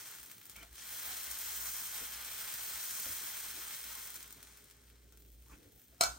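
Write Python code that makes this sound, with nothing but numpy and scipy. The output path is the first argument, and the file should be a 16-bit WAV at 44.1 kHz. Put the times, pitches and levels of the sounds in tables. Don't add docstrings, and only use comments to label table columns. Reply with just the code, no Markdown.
import sys
import numpy as np
from scipy import signal
from scipy.fft import rfft, irfft, next_fast_len
from scipy.io import wavfile
from scipy.ndimage import uniform_filter1d

SR = 44100
rng = np.random.default_rng(int(sys.argv[2]) if len(sys.argv) > 2 else 0)


def generate_wav(signal):
    frames = np.transpose(np.atleast_2d(signal))
    scaled = np.clip(frames, -1, 1) * 32767
    pcm = np.round(scaled).astype(np.int16)
    wavfile.write(sys.argv[1], SR, pcm)


def attenuation_scalar(level_db):
    decades = np.asarray(level_db, float) / 20
    return 10 ** decades


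N = 272538
SIZE = next_fast_len(N + SR // 2)
HZ = np.maximum(np.arange(SIZE // 2 + 1) * SR / SIZE, 1)
ROOM_T60_S = 0.21


def rms_one(x):
    return x / np.sqrt(np.mean(x ** 2) + 1e-20)


def in_time(rows):
    s, *columns = np.transpose(rows)
    return [np.interp(np.arange(N) / SR, s, c) for c in columns]


def in_hz(rows):
    hz, *columns = np.transpose(rows)
    return [np.interp(np.log(HZ), np.log(hz), c) for c in columns]


def shape(x, gain):
    return irfft(rfft(x, SIZE) * gain, SIZE)[..., :N]


def band(x, low_hz, high_hz):
    sos = signal.butter(2, [low_hz, min(high_hz, .45 * SR)], "band", fs=SR, output="sos")
    return signal.sosfilt(sos, x + 1e-18)


def drift(rate_hz):
    r = np.exp(-2 * np.pi * rate_hz / SR)
    noise = rng.standard_normal(N + SR)
    return rms_one(signal.lfilter([1], [1, -2 * r, r * r], noise)[SR:])


def hump(middle_s, length_s):
    return np.exp(-(2 * (np.arange(N) / SR - middle_s) / length_s) ** 2)


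def ring(clicks, hz, t60_s):
    r = attenuation_scalar(-60 / (t60_s * SR))
    w = 2 * np.pi * hz / SR
    return signal.lfilter([0, np.sin(w)], [1, -2 * r * np.cos(w), r * r], clicks + 1e-18)


def decay(x, tau_s):
    return signal.lfilter([1], [1, -np.exp(-1 / (tau_s * SR))], x)


def clicks_at(seconds, heights):
    out = np.zeros(N)
    np.add.at(out, np.round(np.asarray(seconds) * SR).astype(int), heights)
    return out


# middle_s, length_s, level_db
HUM_SWELLS = [(.22, 0.081, -72), (0.62, 0.14, -64), (0.724, 0.04, -59), (0.886, 0.25, -70),
              (1.142, 0.15, -64.5), (1.315, 0.086, -64), (1.46, 0.11, -67), (1.64, 0.23, -64.5),
              (2.082, 0.55, -68), (2.442, 0.038, -69), (2.613, 0.11, -73), (2.762, 0.042, -63),
              (2.927, 0.058, -71), (3.114, .15, -68), (3.52, 0.49, -72), (3.93, 0.18, -68.5),
              (4.4, 0.71, -70), (5.0, 0.43, -63.5), (5.356, 0.36, -61.5), (5.524, 0.061, -66),
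              (5.763, 0.055, -67), (5.924, 0.091, -69), (6.113, 0.16, -57)]
# freq_hz, density_db
RUMBLE_SPECTRUM = [(85, -20), (120, -21), (155, -26.5), (250, -24.5), (419, -28.5), (900, -44.5),
                   (1170, -95), (1980, -120)]


def kitchen():
    t = np.arange(N) / SR
    swell = attenuation_scalar(-89.5) + sum(attenuation_scalar(db) * hump(s, length_s) for s, length_s, db in HUM_SWELLS)
    turn = 2 * np.pi * np.cumsum(59 + 2.0 * drift(5.93)) / SR
    tone = np.sin(turn) + attenuation_scalar(-19.0) * np.sin(2 * turn)
    hum = np.sqrt(2) * swell * attenuation_scalar(2 * drift(6.8)) * tone
    whine_hz, whine_db, whine_stop_s = 415, -86.5, 5.3
    whine = np.sin(2 * np.pi * whine_hz * t + .5 * drift(2.8)) * (t < whine_stop_s)
    whine = np.sqrt(2) * attenuation_scalar(whine_db + 2.0 * drift(0.34)) * whine
    jolt_db, jolt_rise_s, jolt_fall_s = 9, 0.054, 0.15
    since_s = t - BOWL_BLOWS[0][0]
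    jolt = np.clip(since_s / jolt_rise_s, 0, 1) * np.exp(-np.maximum(since_s, 0) / jolt_fall_s)
    rumble_db = -70.5 + 1.84 * drift(23.0) + jolt_db * jolt
    low_cut = (HZ > 85) + attenuation_scalar(-19.0) * (HZ <= 85) * (HZ > 42)
    rumble = shape(rng.standard_normal((3, N)), attenuation_scalar(in_hz(RUMBLE_SPECTRUM)[0]) * low_cut)
    hiss = attenuation_scalar(-74) * band(rng.standard_normal((3, N)), 800, 15000)
    return hum + whine + attenuation_scalar(rumble_db) * rms_one(rumble) + hiss


# start_s, peak_db
BOWL_BLOWS = [(6.0053, -48), (6.0098, -17.5), (6.0102, -19), (6.012, -24.5), (6.0129, -24), (6.0152, -32),
              (6.0168, -33), (6.021, -44), (6.0262, -37), (6.031, -31), (6.045, -40), (6.049, -43),
              (6.0635, -40), (6.0352, -34), (6.029, -50), (6.0367, -20.5), (6.055, -54), (6.087, -63)]
# freq_hz, level_db, t60_s
BOWL_MODES = [(2275, -4, 0.17), (2643, -19, 0.2), (3564, -13, 0.15), (3811, -18, 0.32), (5367, 1.5, .17),
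              (5417, -9, .12), (5593, -8, 0.12), (5744, -17, 0.24), (6164, -11, 0.19), (6643, -10, 0.24),
              (6718, -21, 0.96), (6961, -9, 0.19), (7752, -4, 0.11), (8140, -9, 0.17), (8479, -9, 0.14),
              (8705, -5, 0.18), (8877, -12, 0.16), (9480, -24, 0.78), (9690, -19, 0.31)]
# freq_hz, level_db, t60_s
WALL_MODES = [(555, -17, .25), (615, -14, .25), (685, -10, .28), (717, -9, 0.29), (792, -14, 0.3),
              (872, -14, 0.27), (978, -13, 0.22), (1090, -14, 0.24), (1307, -9, 0.3), (1351, -5, .3),
              (1378, -9, .3), (1420, -9, 0.35), (1487, -10, .3), (1590, -14, .35), (2009, -8, 0.17),
              (4160, 11, 0.025), (4660, -5, 0.025), (5167, -14, .2), (7080, -8, .14), (10630, -18, .2)]
# freq_hz, density_db
CLATTER_SPECTRUM = [(100, -29), (250, -19), (450, -22), (720, -1), (1050, -3.5), (1400, 0), (1900, -25),
                    (3000, -14.5), (4250, -8), (5400, -7.5), (9000, -5.5), (10000, -17), (10800, -2),
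                    (11500, -19), (13300, -10), (15800, -23)]


def bowl_knock():
    s, peak_db = np.transpose(BOWL_BLOWS)
    blows = clicks_at(s, attenuation_scalar(peak_db))
    chatter = decay(blows, 0.0062)
    modes = np.zeros(N)
    for hz, db, t60_s in list(BOWL_MODES) + list(WALL_MODES):
        hardness_db = 2 * (peak_db - peak_db.max()) * (hz < 2100)
        sign = rng.choice([-1, 1], len(s)) if hz > 2100 else 1
        struck = clicks_at(s, sign * attenuation_scalar(peak_db + hardness_db + rng.normal(0, 1.2, len(s))))
        drive = struck + attenuation_scalar(-26) * chatter * rng.standard_normal(N)
        modes += attenuation_scalar(db - 20) * ring(drive, hz, min(.75 * t60_s, .25))
    crack = attenuation_scalar(7.5) * decay(blows, .0013)
    tail = attenuation_scalar(-17.0) * decay(blows, 0.0071)
    wall_tail = attenuation_scalar(-29.5) * decay(blows, 0.08)
    noise = (crack + tail + wall_tail) * rng.standard_normal(N)
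    clatter = shape(noise + attenuation_scalar(6) * blows, attenuation_scalar(in_hz(CLATTER_SPECTRUM)[0]))
    boom = attenuation_scalar(-28) * decay(blows, .05) * rng.standard_normal(N)
    return modes + attenuation_scalar(1.0) * clatter + band(boom, 600, 1650)


# start_s, length_s, level_db, ring_hz, thump_db
LADLE_RUBS = [(.556, 0.0098, -63.5, 2330, -90), (0.57, 0.013, -70, 2280, -68.5),
              (0.575, 0.06, -64.5, 2340, -73), (0.623, 0.016, -65, 2290, -77),
              (0.564, .045, -70, 1420, -95), (0.62, 0.026, -70, 1480, -92), (0.562, 0.012, -68, 3040, -88),
              (0.609, 0.021, -67.5, 3050, -73.5), (0.618, 0.059, -69.5, 717, -86),
              (1.07, 0.072, -65.5, 754, -71), (2.003, 0.039, -64.5, 480, -66),
              (3.057, 0.017, -65.5, 565, -65), (3.064, 0.09, -71, 238, -65),
              (3.531, 0.096, -68.5, 328, -78), (3.901, 0.11, -67.5, 1030, -88),
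              (5.118, 0.048, -80, 1500, -72), (5.462, .012, -80, 1060, -85), (5.495, 0.013, -70, 1160, -71),
              (5.513, 0.016, -71, 1050, -67.5), (5.532, 0.015, -75, 1500, -64.5),
              (5.514, 0.045, -71.5, 2530, -78), (5.585, 0.19, -76.5, 470, -86),
              (5.706, 0.062, -88, 422, -83), (5.536, .19, -72.5, 300, -71.5),
              (5.654, 0.015, -83, 2020, -76), (5.77, 0.021, -84, 750, -77), (5.921, 0.021, -75, 555, -91)]


def ladle_rubs():
    tail_n = 2000
    out = np.zeros(N)
    for s, length_s, db, hz, thump_db in LADLE_RUBS:
        i, n = round(s * SR), round(length_s * SR)
        stroke = np.sin(np.pi * np.linspace(0, 1, n) ** .6) ** .8
        rough = np.pad(rng.standard_normal((2, n)) * stroke, ((0, 0), (0, tail_n)))
        t60_s = min(35.0 / hz, 0.065)
        rub = rms_one(ring(rough[0], hz, t60_s)) + .4 * rms_one(band(rough[0], 500, 3600))
        thump = rms_one(band(rough[1], 41, 320))
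        out[i:i + n + tail_n] += attenuation_scalar(db) * rub + attenuation_scalar(thump_db) * thump
    return out


def ladle_press():
    press_s = 0.079
    return np.max([hump(s + length_s / 2, 2 * press_s) for s, length_s, *_ in LADLE_RUBS], axis=0)


# start_s, peak_db, dull_db
LONE_BUBBLES = [(0.0695, -46, -56), (0.0812, -38, -59), (0.1124, -32, -65), (0.1224, -42, -58),
                (0.1494, -34, -57), (0.1854, -41, -51), (0.197, -34, -65), (0.2297, -33, -54),
                (0.2362, -36, -69), (0.2602, -36, -63), (0.2986, -41, -54), (.314, -32, -51),
                (0.382, -44, -60), (.414, -41, -52.5), (.4538, -34, -57), (0.465, -37, -67),
                (0.492, -46, -60), (.4962, -30, -55), (0.5144, -39, -61), (0.5628, -31.5, -60),
                (0.6297, -38, -53), (0.6803, -48, -69), (.692, -47, -68), (.7086, -56, -66),
                (0.7286, -40, -66), (0.7551, -38, -55), (0.781, -40, -49.5), (0.796, -48, -49.5),
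                (3.84, -28, -50), (3.9514, -27, -61), (4.0716, -29, -60), (4.1024, -29, -66),
                (4.1415, -30, -54), (4.156, -26.5, -63), (4.161, -34, -53), (4.2053, -36, -54),
                (4.2274, -30.5, -54), (4.2425, -41, -51.5), (4.277, -36, -61), (4.306, -35, -55),
                (4.325, -31, -60), (4.428, -33.5, -54), (4.471, -42, -57), (4.534, -46.5, -75),
                (4.572, -39, -60), (4.6409, -42, -84), (4.699, -43, -60), (4.71, -40, -59),
                (4.8793, -52, -64), (4.9, -48.5, -59.5), (5.123, -43, -63), (5.1725, -43, -63),
                (5.2212, -45.5, -66), (5.249, -53, -65), (5.4596, -51, -67), (5.6292, -48, -64),
                (5.777, -49, -73), (5.8133, -57, -82)]
# start_s, peak_db, dull_db
DENSE_BUBBLES = [(0.9285, -37, -56), (1.061, -32, -54), (1.1636, -37, -55), (1.1678, -31, -65),
                 (1.2, -41, -57), (1.2312, -32, -54), (1.241, -29, -56), (1.3124, -25, -51),
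                 (1.3212, -33, -43), (1.3314, -33, -57), (1.3876, -30, -55), (1.409, -46, -53),
                 (1.4134, -27, -52), (1.4606, -31, -58), (1.508, -48, -48), (1.5187, -35, -49),
                 (1.526, -34, -55), (1.5738, -39, -48), (1.9133, -38, -45), (1.944, -40, -51),
                 (1.9784, -31, -54), (1.999, -34, -44), (2.077, -41, -61), (2.1199, -40, -52),
                 (2.1378, -42, -53), (2.202, -41, -63), (2.204, -46, -53), (2.247, -31, -43),
                 (2.26, -34, -48), (2.3856, -48, -51), (2.4978, -41, -57), (2.515, -32, -51.5),
                 (2.5236, -39, -44), (2.5389, -27, -50), (2.632, -31, -51), (2.6784, -33, -45),
                 (2.6956, -32, -55), (2.9092, -30, -44), (2.999, -29, -51), (3.0026, -40, -54),
                 (3.056, -34, -39), (3.167, -40, -50), (3.2734, -45, -42.5), (3.282, -38, -47),
                 (3.3697, -31, -49), (3.3749, -35, -63), (3.4011, -29, -50), (3.472, -41, -46),
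                 (3.511, -32, -42), (3.5818, -45, -53.5), (3.7076, -50, -40), (3.7344, -57, -45),
                 (3.7475, -53, -43), (3.7872, -47, -54), (3.8108, -41, -56)]


def bubble_pops():
    dense = np.array(DENSE_BUBBLES) + [0, 3, -4]
    s, peak_db, dull_db = np.vstack([LONE_BUBBLES, dense]).T
    sign = rng.choice([-1, 1], len(s))
    snap = clicks_at(s + .001, sign * attenuation_scalar(peak_db + 8.5))
    spray = decay(clicks_at(s + 0.0021, attenuation_scalar(peak_db - 10.0)), 0.0027) * rng.standard_normal(N)
    puff = clicks_at(s + 0.00104, sign * attenuation_scalar(dull_db + 28.5))
    return band(snap + spray, 6400, 19000) + band(puff, 1170, 4100)


# time_s, level_db
BOIL_VIGOUR = [(0, -58), (.33, -64.5), (.43, -69), (.63, -66.5), (.70, -72.5), (.75, -64), (.8, -59.5),
               (.98, -53.5), (1.25, -53.5), (1.9, -54), (2.75, -52.5), (3.86, -55), (4.09, -58.5),
               (4.29, -65.5), (4.55, -69), (5.0, -77), (5.5, -76.5), (6.0, -77)]
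# middle_s, length_s, dull_db, bright_db, top_db
BATTER_PUSHES = [(0.04, 0.24, 3, 1.5, 0.5), (0.404, 0.32, -3, -1, 4.5), (0.797, 0.066, -4, 1, -8),
                 (1.076, 0.069, 3.5, 0, 3.5), (1.686, 0.5, 2, 3, 4.5), (2.242, 0.28, 1.5, -1.5, -2),
                 (3.018, 0.37, 0.5, 3, 3.5), (3.49, 0.34, 0, 0.5, 0), (4.046, 0.2, 0, 1, 1),
                 (4.493, 0.2, 3, 1, -2), (5.296, 0.43, -12, -0.5, 9), (5.522, 0.093, 14, 5.5, 2),
                 (5.814, 0.34, -6.5, 1, 11)]
# freq_hz, density_db
STEAM_SPECTRUM = [(300, -18), (700, -10), (1100, -5), (1600, -2.5), (2600, -3.5), (4500, -5), (6200, -3),
                  (9000, -2.5), (11000, 0), (13000, -1), (15600, -0.5)]
# freq_hz, width_hz, gain_db
GRIDDLE_MODES = [(1500, 250, 3), (2120, 120, 2), (2800, 300, -2), (3220, 150, 5.5), (4130, 110, 6.5),
                 (6100, 400, 2), (8500, 500, 2)]
# delay_s, level_db
PAN_ECHOES = [(.0047, -17), (.0083, -17), (.0131, -16), (.0197, -16)]


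def bubble_fizz(level_db):
    per_s = 9000 * attenuation_scalar(.9 * (level_db - level_db.max()) + 3.0 * drift(56))
    born = rng.random(N) < per_s / SR
    heights = attenuation_scalar(4.3 * np.minimum(rng.exponential(1, N), 3.2))
    bursts = born * heights * rng.choice([-1, 1], N)
    bursts = bursts / np.sqrt(uniform_filter1d(bursts ** 2, size=4001) + 0.00082)
    pitches_hz = np.geomspace(700, 16000, 16)
    dealt = rng.integers(0, 16, N)
    fizz = sum(ring(bursts * (dealt == k), hz, 2.2 / hz) * hz for k, hz in enumerate(pitches_hz))
    flatten = uniform_filter1d(np.abs(rfft(fizz, SIZE)) ** 2, size=1500) ** -.5
    return rms_one(shape(fizz, flatten * (HZ > 200)))


def sizzle():
    level_db, = in_time(BOIL_VIGOUR)
    vigour_db = level_db - np.median(level_db)
    dull_db, bright_push_db, top_push_db = sum(
        np.outer(colour_db, hump(s, length_s)) for s, length_s, *colour_db in BATTER_PUSHES)
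    low_db = dull_db - 0.11 * vigour_db + 1.5 * ladle_press() + drift(10)
    bright_db = bright_push_db + 0.07 * vigour_db + 0.29 * drift(10)
    top_db = top_push_db + 0.25 * vigour_db + .7 * drift(10)

    fizz = bubble_fizz(level_db)
    steam = attenuation_scalar(1.04 * drift(19)) * rng.standard_normal((3, N))
    direct = rms_one(fizz + attenuation_scalar(1.5) * steam[0])
    source = np.vstack([direct, rms_one(steam[1:])])

    iron = 1 + sum((attenuation_scalar(db) - 1) / (1 + (2 * (HZ - hz) / width_hz) ** 2)
                   for hz, width_hz, db in GRIDDLE_MODES)
    walls = 1 + sum(attenuation_scalar(db) * np.exp(-2j * np.pi * HZ * delay_s) for delay_s, db in PAN_ECHOES)
    colour = attenuation_scalar(in_hz(STEAM_SPECTRUM)[0]) * iron * walls
    low = 1 / (1 + (HZ / 1900) ** 4)
    top = 1 / (1 + (11500 / HZ) ** 8)
    bright = 1 / (1 + (5000 / HZ) ** 8) - top

    body = shape(source, colour * (1 - low - bright - top))
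    scale = attenuation_scalar(level_db) / np.std(body)
    lows = attenuation_scalar(low_db - np.median(low_db)) * shape(source, colour * low)
    brights = attenuation_scalar(bright_db - np.median(bright_db)) * shape(source, colour * bright)
    tops = attenuation_scalar(top_db - np.median(top_db)) * shape(source, colour * top)
    rim_gain = attenuation_scalar(np.maximum(bright_push_db, 0)) - 1
    rim = rim_gain * shape(source, colour * np.exp(-(HZ - 6500) ** 2 / 1300.0 ** 2))
    return scale * (body + lows + brights + tops + rim)


def room(x, t60_s):
    t = np.arange(SR // 2) / SR
    cloud = rng.standard_normal((2, len(t))) * attenuation_scalar(-60 * t / t60_s) * (t > .001)
    cloud = rfft(cloud, SIZE)
    cloud = cloud / np.sqrt(uniform_filter1d(np.abs(cloud) ** 2, size=1200))
    return np.vstack([x, shape(x, cloud)])


# freq_hz, likeness (0-1), griddle_right_lead_rad, counter_right_lead_rad, left_louder_db
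PORT_PAIR = [(60, 0.97, 1, 0, -0.5), (300, 0.7, -0.5, .8, -1), (860, 0.63, -0.26, 1.5, 2),
             (1500, 0.52, 0.92, 3.1, -0.5), (2080, 0.86, 1, 6.2, -0.5), (3050, 0.3, 0.32, 4.5, 0.5),
             (4480, 0.77, 1.12, 6.4, 1), (5630, 0.61, -1.94, 4.2, 6), (6480, 0.7, 2, 6.2, -2.5),
             (7220, 0.3, -2, 4.8, 6), (8130, 0.98, -6, 6.8, 0)]
PORT_PAIR_TOP = [(9600, .75, -4.7, 7.9, 0), (10400, .88, -3.8, 9.0, 0), (11890, .92, -2.84, 9.6, 0),
                 (12300, .84, -2.17, 10, 0), (12800, .75, -1.3, 10.7, 0), (13700, .93, -.3, 12.4, 0),
                 (15000, .93, .2, 12.7, 0), (15700, .7, .9, 12.7, 0)]


def ports(sound, column, right_db=0):
    table = in_hz(list(PORT_PAIR) + list(PORT_PAIR_TOP))
    alike = np.clip(table[0], 0, 1)
    lead_rad = table[column] * np.minimum(HZ / 400, 1)
    left_db = table[-1] - right_db * np.exp(-np.log(HZ / 905) ** 2)
    side = np.array([[1], [-1]])
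    balance = attenuation_scalar(left_db / 2 * side)
    direct = shape(sound[0], np.sqrt(alike) * np.exp(-.5j * lead_rad * side) * balance)
    return direct + shape(sound[1:], np.sqrt(1 - alike) * balance)


def scene():
    near = sizzle() + kitchen() + room(bubble_pops() + ladle_rubs(), ROOM_T60_S * 0.5)
    far = room(bowl_knock(), ROOM_T60_S)
    return ports(near, column=1) + ports(far, column=2, right_db=3.5)


def mute_weak_bands(x):
    hop, grid = 1024, 311
    both = np.pad(np.array([x[0] + x[1], x[0] - x[1]]) / 2, ((0, 0), (hop - grid, 0)))
    window = np.sin(np.pi * (np.arange(2 * hop) + .5) / (2 * hop))
    z = signal.stft(both, window=window, nperseg=2 * hop, noverlap=hop)[2]
    edges = np.r_[0, 80:96:8, 96:144:12, 144:176:16, 176:216:20, 216:264:24, 264:320:28, 320:hop:32]
    edges_hz = edges * SR / (2 * hop)
    power = np.add.reduceat(np.abs(z) ** 2, edges, axis=1)
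    weak_db = np.where(edges_hz < 8000, -4.5, -7)
    weak = power < power[::-1] * attenuation_scalar(2 * weak_db)[:, None]
    weak[:, 0] = False
    slices = uniform_filter1d(np.diff(both[1]) ** 2, size=128)[::128]
    jump = slices / (uniform_filter1d(slices, size=16, origin=7) + 1e-18)
    frames = z.shape[2]
    attack = np.pad(jump, (4, 8 * frames))[:8 * frames].reshape(-1, 8).max(axis=1)
    keep = ~weak | (attack > 4.1)
    keep[:, edges_hz > 15800] = attack > 9
    keep = np.repeat(keep, np.diff(np.r_[edges, hop + 1]), axis=1)
    back = signal.istft(z * keep, window=window, nperseg=2 * hop, noverlap=hop)[1]
    mid, side = back[:, hop - grid:hop - grid + N]
    return np.array([mid + side, mid - side])


def roll_off(x):
    return signal.sosfilt(signal.butter(12, 17010, fs=SR, output="sos"), x)


def record(dry):
    cut = signal.sosfilt(signal.cheby2(16, 60, 17000, fs=SR, output="sos"), dry)
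    mix = mute_weak_bands(cut)
    return roll_off(mix)


dry = scene()
out = record(dry)
generate_wav(out)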